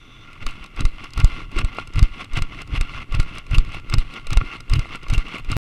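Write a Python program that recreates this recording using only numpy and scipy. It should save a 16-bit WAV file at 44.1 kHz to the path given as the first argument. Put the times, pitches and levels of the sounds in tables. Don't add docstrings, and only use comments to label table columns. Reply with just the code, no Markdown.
import sys
import numpy as np
from scipy import signal
from scipy.fft import rfft, irfft, next_fast_len
from scipy.io import wavfile
from scipy.ndimage import map_coordinates

SR = 44100
rng = np.random.default_rng(int(sys.argv[2]) if len(sys.argv) > 2 else 0)


def materialize(psi):
    bounded = np.clip(np.atleast_2d(psi).T, -1, 1)
    quanta = np.round(bounded * 32767).astype(np.int16)
    wavfile.write(sys.argv[1], SR, quanta)


def rack_gain(trim_db):
    fader = np.asarray(trim_db, float)
    return 10 ** (fader / 20)


N = 254898

# f/Hz, width/Hz, level/dB
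CASE_MODES = [(1124.7, 88, -2.5), (1396.5, 50, 2.5), (2089, 141, -2), (2744, 230, -0.5), (3485, 280, -13.5),
              (4270, 67, -14), (5200, 230, -33.5), (5400, 73, -21.5)]
# t/s, tick level/dB, swing level/dB, cloth level/dB, rumble level/dB, swing delay after tick/ms
CHEST_SLAPS = [(0.426, -34, -32, -40.5, -42.5, 0), (0.8059, -14.5, -17.5, -30, -34.5, 1.5),
               (1.1996, -15.5, -14.5, -27, -40, -3), (1.5872, -13, -21, -25, -29.5, 12),
               (1.9915, -12.5, -10, -30.5, -35.5, -8.5), (2.3714, -15, -15, -28, -36, 5.5),
               (2.755, -44, -18, -28, -34.5, -15), (3.148, -19.5, -13, -31.5, -38.5, 1.2),
               (3.546, -28, -12.5, -29, -33, -9), (3.9383, -7, -10, -28.5, -34.5, 4.5),
               (4.3301, -12.5, -15.5, -29.5, -37.5, -5), (4.7349, -9, -10, -29, -34.5, 3),
               (5.136, -14, -11.5, -27, -34.5, -4.5), (5.5158, -12.5, -15.5, -30, -36.5, 7)]
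# t/s, jolt level/dB, jolt length scale/ms, tick level/dB, swing level/dB, cloth level/dB
FOOT_LANDINGS = [(0.465, -12.5, 22, -14.5, -37, -37), (0.8522, -2.5, 14.5, -15, -21, -41.5),
                 (1.245, 2.5, 10.3, -8, -6.5, -39.5), (1.6462, -7.5, 12.3, -19.5, -16, -50),
                 (2.028, 1.5, 10.2, -11.5, -6, -37), (2.421, -10, 18, -15, -20, -40),
                 (2.8103, -7.5, 13.3, -12.5, -22.5, -40.5), (3.1991, -5, 15.7, -13, -12.5, -36.5),
                 (3.5829, 1.5, 12.1, -10, -15, -37), (3.983, -2.5, 13.3, -15.5, -16.5, -35.5),
                 (4.3717, 0.6, 9.9, -10, -29, -48.5), (4.7926, -10.5, 13, -19.5, -14, -37.5),
                 (5.179, -4, 11.4, -17, -21.5, -37.5), (5.5651, -9.5, 14, -37, -20, -36)]


def unit(x):
    return x / np.sqrt(np.mean(x ** 2) + 1e-20)


def curve(rows):
    t_s, level_db = np.transpose(rows)
    return np.interp(np.arange(N) / SR, t_s, level_db)


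def wobble(knots_per_s):
    knots = rng.standard_normal(int(N * knots_per_s / SR) + 4)
    return map_coordinates(knots, [np.arange(N) * knots_per_s / SR])


def filtered(x, response):
    m = next_fast_len(N + 8192)
    return irfft(rfft(x, m) * response(np.fft.rfftfreq(m, 1 / SR)), m)[:N]


def colour(points):
    f, db = np.transpose(points)
    return lambda hz: rack_gain(np.interp(np.log(hz + 1), np.log(f + 1), db, -120, -120))


def resonant(modes):
    def response(hz):
        total = 0
        for k, (centre_hz, width_hz, db) in enumerate(modes):
            damping = 1j * hz * width_hz
            total = total + (-1) ** k * rack_gain(db) * damping / (centre_hz ** 2 - hz ** 2 + damping)
        return total
    return response


def add(track, t_s, piece):
    part = track[round(t_s * SR):][:len(piece)]
    part += piece[:len(part)]


def hump(t, width):
    return np.exp(-4 * np.log(2) * (t / width) ** 2)


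def bursts(rows, t60_s, attack_s):
    out = np.zeros(N)
    t = np.arange(SR // 40) / SR
    shape = rack_gain(-60 * t / t60_s) * (1 - np.exp(-t / attack_s))
    draws = rng.standard_normal((len(rows), 2, len(t)))
    for (t_s, db), (grit, size) in zip(rows, draws):
        burst = shape * grit * rack_gain(5.5 * size)
        add(out, t_s - .001, rack_gain(db) * burst / np.linalg.norm(burst))
    return out


def fibres(grain_db, swell_db):
    return rng.standard_normal(N) * rack_gain(grain_db * wobble(350) + swell_db * wobble(35))


def strokes(rows, rest_db):
    early_loss_db_per_s = 499.5
    t = np.arange(0, N, 32) / SR
    peak_s, db, rise, fall, onset_s = np.transpose(rows)[:, :, None]
    slope_db = np.where(t < peak_s, abs(rise) * (peak_s - t), abs(fall) * (t - peak_s))
    lost_db = slope_db + early_loss_db_per_s * np.clip(onset_s - t, 0, None)
    power = rack_gain(2 * (db - lost_db)).sum(axis=0) + rack_gain(2 * rest_db)
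    return np.interp(np.arange(N) / SR, t, 10 * np.log10(power))


def air():
    # t/s, level/dB
    buffet_levels = [(0.0, -45.5), (0.31, -45.5), (0.46, -40), (0.6, -41.5), (1.3, -37), (2.43, -39.5),
                     (2.69, -36), (4.0, -37.5), (4.36, -41.5), (4.82, -36.5), (5.21, -44), (5.42, -34.5),
                     (5.55, -47)]
    # f/Hz, level/dB
    buffet_spectrum = [(10, 4.5), (25, -3), (70, -15.5), (115, -11), (170, -20)]
    # t/s, level/dB
    insect_levels = [(0, -56.5), (.25, -58.5), (.33, -88.5)]
    # f/Hz, width/Hz, level/dB
    insect_bands = [(3490, 310, 2), (6050, 500, -6)]
    hiss_db = -56

    def through_case(hz):
        return (resonant(CASE_MODES)(hz) + rack_gain(-19.0)) / (1 + 1j * hz / 2500)

    def song_bands(hz):
        return resonant(insect_bands)(hz) ** 2

    buffet_gain = rack_gain(curve(buffet_levels) + 3.2 * wobble(13))
    buffet = buffet_gain * unit(filtered(rng.standard_normal(N), colour(buffet_spectrum)))
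    hiss = rack_gain(hiss_db) * unit(filtered(rng.standard_normal(N), through_case))
    song = unit(filtered(rng.standard_normal(N), song_bands))
    song_gain = rack_gain(curve(insect_levels) + 1.9 * wobble(22))
    return buffet + hiss + song_gain * song


def clothing():
    # peak t/s, level/dB, build-up/(dB/s), release/(dB/s)
    arm_drags = [(0.343, -49, 20.5, 200.5), (0.647, -39, 82, 401.5), (1.046, -37.5, 95.5, 310),
                 (1.42, -36.5, 13.5, 350), (1.815, -38, 30, 300), (2.213, -33.5, 131.5, 339.5),
                 (2.61, -35, 93, 478.5), (3.02, -35, 35, 600), (3.385, -36.5, 55, 400),
                 (3.78, -36.5, 52, 600), (4.179, -36.5, 76.5, 430), (4.562, -37, 15, 450),
                 (4.953, -32, 130.5, 488), (5.033, -43.5, 501, 280), (5.36, -31.5, 76, 419)]
    # f/Hz, level/dB; the cloth one is added to the case modes
    cloth_spectrum = [(400, -16.5), (700, -8.5), (1500, -10.5), (3000, -18.5), (4200, -19.5), (6000, -22.5),
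                      (9000, -64.5), (16000, -81)]
    scratch_spectrum = [(2000, -34), (4000, 13), (6000, -9.5), (8200, -3.5), (11000, -11), (16000, -57)]
    rumble_spectrum = [(100, -39.5), (150, 0), (300, 1.5), (500, -11.5), (900, -23.5)]
    # peak after contact/s, build-up/(dB/s), release/(dB/s)
    slap_shape, landing_shape, slap_rumble_shape = (.0026, 435, 720), (.015, 300, 240), (.0034, 280, 230)
    let_go_lead_s, held_db, held_slopes = .031, -4, (205, 1800)
    rest_rub_db, rest_scratch_db, rest_rumble_db = -59.5, -60, -55
    scratch_db_at_mean_rub, scratch_follow = -61.5, 0.99
    landing_scratch_db, rumble_re_cloth_db = 5.5, -7.5

    def stroke(t_s, db, shape):
        delay_s, rise, fall = shape
        return (t_s + delay_s, db, rise, fall, 0)

    slapped = [stroke(t_s, db, slap_shape) for t_s, _, _, db, *_ in CHEST_SLAPS]
    for slap, landing in zip(CHEST_SLAPS, FOOT_LANDINGS):
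        slapped.append((landing[0] - let_go_lead_s, slap[3] + held_db, *held_slopes, 0))
    landed = [stroke(t_s, db, landing_shape) for t_s, *_, db in FOOT_LANDINGS]
    dragged = []
    for drag in arm_drags:
        onset_s = max([0] + [t_s for t_s, *_ in FOOT_LANDINGS if t_s < drag[0]])
        dragged.append((*drag, onset_s))
    rub_db = strokes(slapped + landed + dragged, rest_rub_db)

    scraped = [(t_s, db + landing_scratch_db, *rest) for t_s, db, *rest in landed]
    scrape_db = strokes(slapped + scraped + dragged, rest_scratch_db)
    scratch_db = scratch_db_at_mean_rub + scratch_follow * (scrape_db - rub_db.mean())

    rumbled = [(t_s, db + rumble_re_cloth_db, *rest) for t_s, db, *rest in landed + dragged]
    slap_rumble = [stroke(t_s, db, slap_rumble_shape) for t_s, *_, db, _ in CHEST_SLAPS]
    rumble_db = strokes(slap_rumble + rumbled, rest_rumble_db)

    def body(hz):
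        return resonant(CASE_MODES)(hz) + rack_gain(-4.5) * colour(cloth_spectrum)(hz)

    rub = rack_gain(rub_db) * unit(filtered(fibres(grain_db=3.0, swell_db=1.6), body))
    scratch = rack_gain(scratch_db) * unit(filtered(fibres(grain_db=3.0, swell_db=3.0), colour(scratch_spectrum)))
    rumble = rack_gain(rumble_db) * unit(filtered(fibres(grain_db=4.0, swell_db=1.3), colour(rumble_spectrum)))
    return rub + scratch + rumble


def squeaks():
    # t/s, level/dB
    strap_slips = [(0.4878, -29.5), (1.2685, -36), (1.8098, -42), (2.7616, -24), (3.5438, -15.5),
                   (3.9464, -38), (4.7561, -23.5), (5.1446, -19), (5.3805, -35), (5.535, -28.5)]
    mode_hz, mode_width_hz, _ = CASE_MODES[3]
    slips = rack_gain(38.5) * bursts(strap_slips, t60_s=0.072, attack_s=.002)
    return filtered(slips, resonant([(mode_hz, 0.55 * mode_width_hz, 0)]))


def ticks():
    # t/s, level/dB, dull knock re tick/dB
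    loose_ticks = [(0.3305, -39.5, 14), (0.508, -30, -15), (0.6404, -28, -0.5), (0.6608, -30, 0),
                   (0.7624, -32, -6), (1.041, -26.5, 7.5), (1.105, -34.5, -16), (1.1348, -22, -19.5),
                   (1.1756, -19.5, 9.5), (1.516, -33.5, 8), (1.565, -29, -16), (1.747, -41.5, 20),
                   (1.77, -33, -12), (1.786, -38.5, 12.5), (1.873, -27, 1), (1.936, -30, -9),
                   (1.9569, -26.5, 11), (2.2042, -35, 15), (2.244, -27.5, -1), (2.3334, -23.5, -2),
                   (2.617, -22.5, 4), (2.6745, -35.5, 9), (3.1226, -29, 12.5), (3.2284, -29, 9),
                   (3.3522, -33.5, 11), (3.3828, -20, 0.5), (3.4655, -35, 9), (3.51, -27, 3),
                   (3.6482, -34, 8), (3.69, -41, -15), (3.7197, -31, -10), (3.745, -35.5, 20.5),
                   (3.798, -38, -5), (3.898, -20.5, 1), (4.1376, -28.5, 8), (4.2687, -22, 5),
                   (4.3046, -21, 8), (4.604, -24.5, -1), (4.697, -21, 0.5), (4.7154, -30.5, -12),
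                   (4.7542, -23.5, -3), (4.9554, -24, 7.5), (5.0309, -31, 3.5), (5.083, -26.5, 3),
                   (5.0998, -18, 3.5), (5.283, -34.5, 10), (5.3526, -36, -6), (5.3821, -38, 22.5),
                   (5.396, -43.5, 23.5), (5.4466, -33.5, 10), (5.498, -36.5, 19)]
    # t/s, level/dB
    soft_taps = [(1.584, -24), (1.7856, -6.5), (4.413, -10.5), (4.8565, -20), (5.0666, -21.5)]
    # f/Hz, width/Hz, level/dB
    shell_modes = [(3776, 210, -4.5), (5117, 360, -4), (5950, 350, -9), (8300, 750, -13), (9440, 230, -14),
                   (10770, 1700, -26), (11900, 1050, -20), (13400, 280, -54.5)]
    slap_knock_db, landing_knock_db = -5.5, 4

    def shell(hz):
        snap = rack_gain(-10) * (1j * hz / 1200) / (1 + 1j * hz / 1200) / (1 + 1j * hz / 5000) ** 2
        return resonant(shell_modes)(hz) + snap

    def soft(hz):
        return (1j * hz / 400) / (1 + 1j * hz / 400) / (1 + 1j * hz / 1900) ** 2

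    def case(hz):
        walls = rack_gain(-8) / (1 + 1j * hz / 900)
        return resonant(CASE_MODES)(hz) + walls

    slapped = [(t_s, db, slap_knock_db) for t_s, db, *_ in CHEST_SLAPS]
    landed = [(t_s, db, landing_knock_db) for t_s, _, _, db, *_ in FOOT_LANDINGS]
    t_s, tick_db, knock_db = np.transpose(slapped + landed + loose_ticks)
    snaps = bursts(np.c_[t_s + .0008, tick_db], t60_s=0.011, attack_s=0.0013)
    bright = rack_gain(22) * filtered(snaps, shell)
    knocks = rack_gain(21.5) * bursts(np.c_[t_s, tick_db + knock_db], t60_s=0.025, attack_s=0.0016)
    taps = rack_gain(29.5) * filtered(bursts(soft_taps, t60_s=0.006, attack_s=0.0031), soft)
    return bright + filtered(knocks + taps, case)


def mount():
    # t/s, level/dB
    stray_swings = [(1.962, -15.5), (4.421, -18.5), (4.717, -21), (4.768, -10.5), (4.783, -17)]
    pitch_hz, detune_sd, swing_width_s = 104.6, 0.066, 0.011
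    again_delay_s, again_db = .021, -9.5
    landing_lead_s = .0025
    overtone_ratio, overtone_db = 2.63, -17.0

    out = np.zeros(N)
    t = np.arange(-SR // 20, SR // 20) / SR
    slapped = [(t_s + delay_ms / 1000, db) for t_s, _, db, *_, delay_ms in CHEST_SLAPS]
    again = [(t_s + again_delay_s, db + again_db) for t_s, db in slapped]
    landed = [(t_s - landing_lead_s, db) for t_s, *_, db, _ in FOOT_LANDINGS]
    rows = slapped + again + landed + stray_swings
    draws = rng.standard_normal((len(rows), 3))
    for (t_s, db), (detune, turn, twist) in zip(rows, draws):
        phase = 2 * np.pi * pitch_hz * (1 + detune_sd * detune) * t
        swing = hump(t, swing_width_s) * np.cos(phase + .5 * turn)
        overtone = hump(t, 0.52 * swing_width_s) * np.cos(overtone_ratio * phase + 3 * twist)
        add(out, t_s + t[0], rack_gain(db) * (swing + rack_gain(overtone_db) * overtone))
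    return out


def jolts():
    # t/s, level/dB, length scale/ms
    heel_touches = [(0.615, -27, 10), (0.791, -16, 12), (1.1795, -10, 8.9), (1.575, -9, 14.6),
                    (1.964, -8, 9.9), (2.346, -11.5, 17.5), (2.7314, -13, 7.8), (2.7836, -11, 9.8),
                    (3.1276, -12, 14), (3.173, -10.5, 9), (3.5186, -9, 9.2), (3.9153, -13, 16),
                    (4.3074, -12.5, 21), (4.7202, -3.5, 11.6), (5.11, -6.5, 12.4), (5.447, -23.5, 16),
                    (5.4949, -12, 13.5)]
    landing_lag_s = 0.0059
    bounce_delay_s, bounce_db, bounce_ms = .085, -24, 14
    squeeze, swing_back = 0.24, 0.24

    out = np.zeros(N)
    t = np.arange(-SR // 10, SR // 10) / SR
    landed = [(t_s + landing_lag_s, db, ms) for t_s, db, ms, *_ in FOOT_LANDINGS]
    bounced = [(t_s + bounce_delay_s, db + bounce_db, bounce_ms) for t_s, db, _ in landed]
    for t_s, db, ms in heel_touches + landed + bounced:
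        w = ms / 1000
        suction = hump(t + 0.15 * w, np.where(t < -.2 * w, 0.63 * w, 1.28 * w))
        before = squeeze * hump(t + 1.21 * w, 1.4 * w)
        after = swing_back * hump(t - 1.2 * w, 2.62 * w)
        add(out, t_s + t[0], rack_gain(db) * (before - suction + after))
    return out


def scene():
    return (air() + clothing() + squeaks() + ticks() + mount() + jolts())[None]


def roll_off(x):
    return signal.sosfilt(signal.butter(12, 16780, fs=SR, output="sos"), x)


def record(dry):
    top_hz, ceiling, end_s = 12500, .93, 5.5677

    def dulling(hz):
        return 1 / np.sqrt(1 + (hz / top_hz) ** 12)

    dull = filtered(dry[0], dulling)[None]
    rounded = dull / (1 + np.abs(dull / ceiling) ** 6) ** (1 / 6)
    mix = rounded * (np.arange(N) < end_s * SR)
    return roll_off(mix)


dry = scene()
out = record(dry)
materialize(out)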